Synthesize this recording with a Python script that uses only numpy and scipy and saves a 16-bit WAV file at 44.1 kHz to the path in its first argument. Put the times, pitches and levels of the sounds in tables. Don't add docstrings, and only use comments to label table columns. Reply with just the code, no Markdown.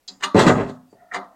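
import sys
import numpy as np
from scipy import signal
from scipy.fft import rfft, irfft
from scipy.io import wavfile
from scipy.ndimage import uniform_filter1d, minimum_filter1d

SR = 44100
rng = np.random.default_rng(int(sys.argv[2]) if len(sys.argv) > 2 else 0)


def dump_mix(stems):
    frames = np.atleast_2d(stems).T
    limited = np.clip(frames, -1, 1)
    pcm = np.round(limited * 32767).astype(np.int16)
    wavfile.write(sys.argv[1], SR, pcm)


N = 59535


def undb(db):
    return 10 ** (np.asarray(db) / 20)


def unit(x):
    return x / np.sqrt(np.sum(x ** 2) + 1e-18)


def steady(x):
    return unit(x) * np.sqrt(len(x))


def fade(t, t60):
    return np.exp(-np.log(1000) * t / t60)


def contour(hz, rows, axis=1):
    rows = np.array(rows, float)
    return np.interp(np.log(hz + 1), np.log(rows[:, 0]), rows[:, axis])


def resonate(x, hz, width_hz):
    b, a = signal.iirpeak(hz, hz / width_hz, fs=SR)
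    once = signal.lfilter(b, a, x)
    return steady(signal.lfilter(b, a, once))


def tint(x, rows):
    hz, spectrum = np.fft.rfftfreq(N, 1 / SR), rfft(x)
    total, bins = np.cumsum(np.abs(spectrum) ** 2), np.arange(len(hz))
    reach = 40 + bins // 8
    lo = np.maximum(bins - reach, 0)
    hi = np.minimum(bins + reach, len(hz) - 1)
    broad = np.sqrt((total[hi] - total[lo]) / (hi - lo) + 1e-12)
    cepstrum = irfft(np.log(undb(contour(hz, rows)) / broad), N)
    response = np.exp(rfft(2 * cepstrum[:N // 2], N))
    return unit(irfft(spectrum * response, N))


def slips():
    slips_per_s, scatter_db = 1500, 14
    happens = rng.random(N) < slips_per_s / SR
    sign = rng.choice([-1, 1], N)
    return steady(happens * sign * undb(scatter_db * rng.uniform(-1, 1, N)))


def touch(t, at, build, chatter):
    blow_share, level_window_s = .6, .022
    envelope = np.exp(-np.maximum((at - t) / build, (t - at) / chatter))
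    push = unit(slips() * envelope)
    push[int(at * SR)] += blow_share
    return tint(push, [(1, 0)]) * np.sqrt(SR * level_window_s)


def contacts(t, rows):
    return sum(undb(dbs)[:, None] * touch(t, at, build, chatter) for at, build, chatter, *dbs in rows)


def steel(t, colour, modes):
    early_t60_s, early_db, crack_s, crack_db = 0.04, 3, 0.0028, 3.5
    sheet_db = 5.5
    mode_blur_hz = 8
    wash, hz = rfft(rng.standard_normal(N)), np.fft.rfftfreq(N, 1 / SR)
    centres = np.geomspace(40, 16000, 10)
    early = undb(early_db) * fade(t, early_t60_s) + undb(crack_db) * np.exp(-t / crack_s)
    sheet = 0
    for centre, pick in zip(centres, np.eye(len(centres))):
        weight = np.interp(np.log(hz + 1), np.log(centres), pick)
        band = irfft(wash * weight, N)
        sheet = sheet + band * (fade(t, contour(centre, colour, axis=2)) + early)
    ring = undb(sheet_db) * tint(sheet, colour)
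    for k, (f, db, t60) in enumerate(modes):
        wander = np.cumsum(rng.standard_normal(N)) * np.sqrt(2 * np.pi * mode_blur_hz / SR)
        wander = uniform_filter1d(wander, size=400)
        mode = np.sin(2 * np.pi * f * t + wander) * fade(t, t60)
        ring = ring + (-1) ** k * undb(db) * unit(mode)
    return tint(ring, colour)


def sound(forces, ring):
    crossover_hz = [312, 847, 2437]
    registers = []
    for edge in crossover_hz:
        low = signal.butter(6, edge, "low", fs=SR, output="sos")
        high = signal.butter(6, edge, "high", fs=SR, output="sos")
        registers.append(signal.sosfilt(low, ring))
        ring = signal.sosfilt(high, ring)
    registers.append(ring)
    return sum(signal.fftconvolve(force, unit(part))[:N] for force, part in zip(forces, registers))


def air():
    # frequency in Hz, relative level in dB per Hz
    air_colour = [(30, 2.5), (150, 0.5), (600, 1.5), (1200, -6), (3000, -9), (9000, -12.5), (16000, -14.5)]
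    level_db = -67.5
    gain = undb(contour(np.fft.rfftfreq(N, 1 / SR), air_colour))
    return undb(level_db) * steady(irfft(rfft(rng.standard_normal(N)) * gain, N))


def flick(t):
    # frequency in Hz, relative level in dB per Hz, t60 in seconds
    edge_colour = [(100, -34, 0.46), (2225, -22, 0.22), (3095, -10.5, .3), (3996, 2.5, 0.11),
                   (5040, 2.5, 0.14), (5664, -7.5, .36), (7200, -7.5, 0.27), (8190, -17.5, .34),
                   (9800, -36, .3), (16000, -55, 0.25)]
    # frequency in Hz, relative energy in dB before tinting, t60 in seconds
    edge_modes = [(3970, -8.5, 0.1), (4920, -13.5, 0.086), (5204, -26, 0.33)]
    at_s, build_s, chatter_s, level_db = .0782, 0.00017, 0.0076, -33.5
    force = touch(t, at_s, build_s, chatter_s)
    return undb(level_db) * signal.fftconvolve(force, steel(t, edge_colour, edge_modes))[:N]


def strip(t):
    # time, build-up and chatter in seconds, then thud, clunk, clang and zing in dB
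    strip_contacts = [ (0.0860, 0.00086, 0.048, -48, -52, -55.5, -63),
                      (0.2092, 0.0035, .006, -48, -53.5, -45, -48.5),
                      (0.227, 0.0029, 0.0044, -57, -44, -28.5, -36),
                      (0.2350, 0.0025, 0.0055, -40.5, -32, -19, -20),
                      (1.0215, 0.00033, 0.0049, -66, -58.5, -70, -82),
                      (1.125, 0.0055, 0.011, -47.5, -46, -40, -55),
                      (1.144, 0.0051, 0.0064, -40, -33.5, -24, -31),
                      (1.1610, 0.0057, 0.0086, -40.5, -28.5, -29, -38),
                      (1.246, 0.017, 0.0068, -54.5, -58, -57.5, -65)]
    # frequency in Hz, relative level in dB per Hz, t60 in seconds
    strip_colour = [(40.8, -20.5, .3), (108, -16, .3), (183.6, -2, 0.32), (280, 0.5, .4), (510, -1, 0.35),
                    (740, 4.5, 0.48), (1265.5, 9, .3), (1500, 4, .26), (2054, 11, 0.087), (2400, 8, 0.1),
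                    (3050, -1.5, .3), (4230, -7, 0.23), (5940, -13.5, .3), (6780, -9.5, 0.16),
                    (8476, -19.5, 0.1), (8750, -12.5, .26), (9520, -27, .25), (11570, -44.5, .25),
                    (14050, -34, .25), (15870, -53.5, 0.22)]
    # frequency in Hz, relative energy in dB before tinting, t60 in seconds
    strip_modes = [(390, -6, 0.13), (718, -14.5, 0.24), (1146, -19, .24), (1227, -4, 0.23),
                   (1565, -13.5, 0.31), (1850, -4.5, 0.091), (2070, -16, 0.14), (2852, -6.5, 0.065),
                   (3210, -17.5, 0.081), (3770, -29, 0.24), (3980, -22.5, .12), (4744, -19, 0.13),
                   (4770, -20, .12)]
    return sound(contacts(t, strip_contacts), steel(t, strip_colour, strip_modes))


def bench(t):
    bench_s = [.34, .48, .62, .72]
    resonance_hz, width_hz, level_db = 59.3, 13, -41
    rumble = resonate(rng.standard_normal(N), resonance_hz, width_hz)
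    return undb(level_db) * np.interp(t, bench_s, [0, 1, 1, 0]) * rumble


def drag(t):
    # time in seconds, push in dB before the register trims, grit in dB, mean judder rate in Hz
    drag_rows = [(.345, -36, -49, 190.2), (0.372, -6, -26.5, 183.9), (0.418, -19, -26.5, 181.4),
                 (0.451, -16.5, -41, 159.4), (.485, -9, -24, 124.9), (.515, -21.5, -50, 104.5),
                 (0.541, -25.5, -57, 109.9), (.565, -20, -46.5, 121.2), (.605, -19.5, -49.5, 124),
                 (0.638, -27.5, -54, 123.1), (.69, -32.5, -58.5, 122.9), (.73, -49.5, -73.5, 123.2),
                 (.76, -64, -70, 120)]
    trims_db = [-3.5, -0.5, -9]
    period_spread, size_scatter_db = .1, 3.5
    slip_db = -8
    times, push_db, grit_db, judder_hz = np.array(drag_rows).T
    chance = rng.standard_normal((120, 2))
    judder, at = np.zeros(N), times[0]
    for stretch, size in chance:
        period = np.exp(period_spread * stretch) / np.interp(at, times, judder_hz)
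        at += period
        if at < times[-1]:
            judder[int(at * SR)] = undb(size_scatter_db * size) * np.sqrt(SR * period) / 2
    friction = judder + undb(slip_db) * slips()
    moving = (t > times[0]) * (t < times[-1])
    push = undb(np.interp(t, times, push_db)) * moving
    grit = undb(np.interp(t, times, grit_db)) * moving
    return np.array([undb(db) * push * friction for db in trims_db] + [grit * slips()])


def frame(t):
    # time, build-up and chatter in seconds, then thud, clunk, clang and zing in dB
    frame_knocks = [ (0.3450, 0.0009, 0.0096, -9.5, -10.5, -24.5, -37.5),
                    (0.3920, .0040, 0.01, -24, -16.5, -12, -18.5),
                    (0.4645, 0.00044, 0.011, -9.5, -23, -14, -26),
                    (0.4980, 0.0064, 0.007, -21.5, -13, -18.5, -59),
                    (0.6950, 0.0083, 0.0026, -35, -38, -43, -48.5),
                    (0.9263, 0.000416, 0.00088, -52.5, -47.5, -67.5, -93)]
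    # frequency in Hz, relative level in dB per Hz, t60 in seconds
    sheet_colour = [(40, -17, .45), (75, -14.5, 0.14), (98.8, 2, 0.57), (189, 9, 0.35), (299, 5.5, 0.11),
                    (400, 4.5, .22), (555, 0.5, 0.27), (700, -2, .25), (1130, -3, 0.36), (1470, -8.5, 0.43),
                    (1946, -10, 0.096), (2200, -12, 0.083), (3200, -10.5, 0.28), (4300, -14, 0.17),
                    (5800, -22.5, .3), (7130, -20.5, .32), (8900, -27, 0.27), (10200, -38.5, .3),
                    (13900, -45.5, .3), (16000, -56, .3)]
    # frequency in Hz, relative energy in dB before tinting, t60 in seconds
    frame_modes = [(110.4, -1.5, 0.18), (175, -7, 0.053), (254.2, -5.5, 0.53), (316.6, -6, 0.11),
                   (380.3, -9.5, .2), (550, -15, 0.092), (713.3, -17, 0.54), (868, -10.5, .2),
                   (957, -13.5, 0.08), (1098, -19, .26), (1556, -23.5, .2), (1910, -19, 0.14),
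                   (3160, -36.5, 0.19), (3730, -27, 0.093)]
    forces = contacts(t, frame_knocks) + drag(t)
    return sound(forces, steel(t, sheet_colour, frame_modes))


def fingers(t):
    # time in seconds, hollow rub in dB, squeal in dB
    rub_rows = [(0.909, -76.5, -87.5), (.935, -60, -77.5), (0.973, -61, -69), (1.005, -66, -59.5),
                (1.016, -55.5, -66), (1.025, -49.5, -65), (1.06, -54, -65.5), (1.10, -57, -66.5),
                (1.12, -51, -33.5), (1.14, -42, -39), (1.22, -49.5, -53), (1.27, -49, -66),
                (1.31, -60.5, -74), (1.35, -54, -68)]
    # frequency in Hz, width in Hz, relative level in dB
    squeak_peaks = [(4640, 95, 0.5), (7320, 1900, -1.5)]
    rub_peaks = [(689, 100, 0.51)]
    squeal_peaks = [(1380, 190, -4.5), (1853, 200, -2)]
    squeak_s, squeak_len_s, squeak_db = .92, .028, -69.5
    times, rub_db, squeal_db = np.array(rub_rows).T

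    def friction(peaks):
        return sum(undb(db) * resonate(slips(), hz, width) for hz, width, db in peaks)

    def level(db):
        return undb(np.interp(t, times, db)) * (t > times[0])

    swell = np.exp(-((t - squeak_s) / squeak_len_s) ** 2)
    squeak = undb(squeak_db) * swell * friction(squeak_peaks)
    return squeak + level(rub_db) * friction(rub_peaks) + level(squeal_db) * friction(squeal_peaks)


def scene():
    t = np.arange(N) / SR
    return (air() + flick(t) + strip(t) + bench(t) + frame(t) + fingers(t))[None]


def record(dry):
    ceiling, window, top_hz = .88, 301, 16050
    gain = np.minimum(1, ceiling / (np.abs(dry) + 1e-9))
    gain = uniform_filter1d(minimum_filter1d(gain, size=window), size=window)
    low_pass = signal.ellip(10, .2, 80, top_hz, fs=SR, output="sos")
    return signal.sosfilt(low_pass, dry * gain)


dry = scene()
out = record(dry)
dump_mix(out)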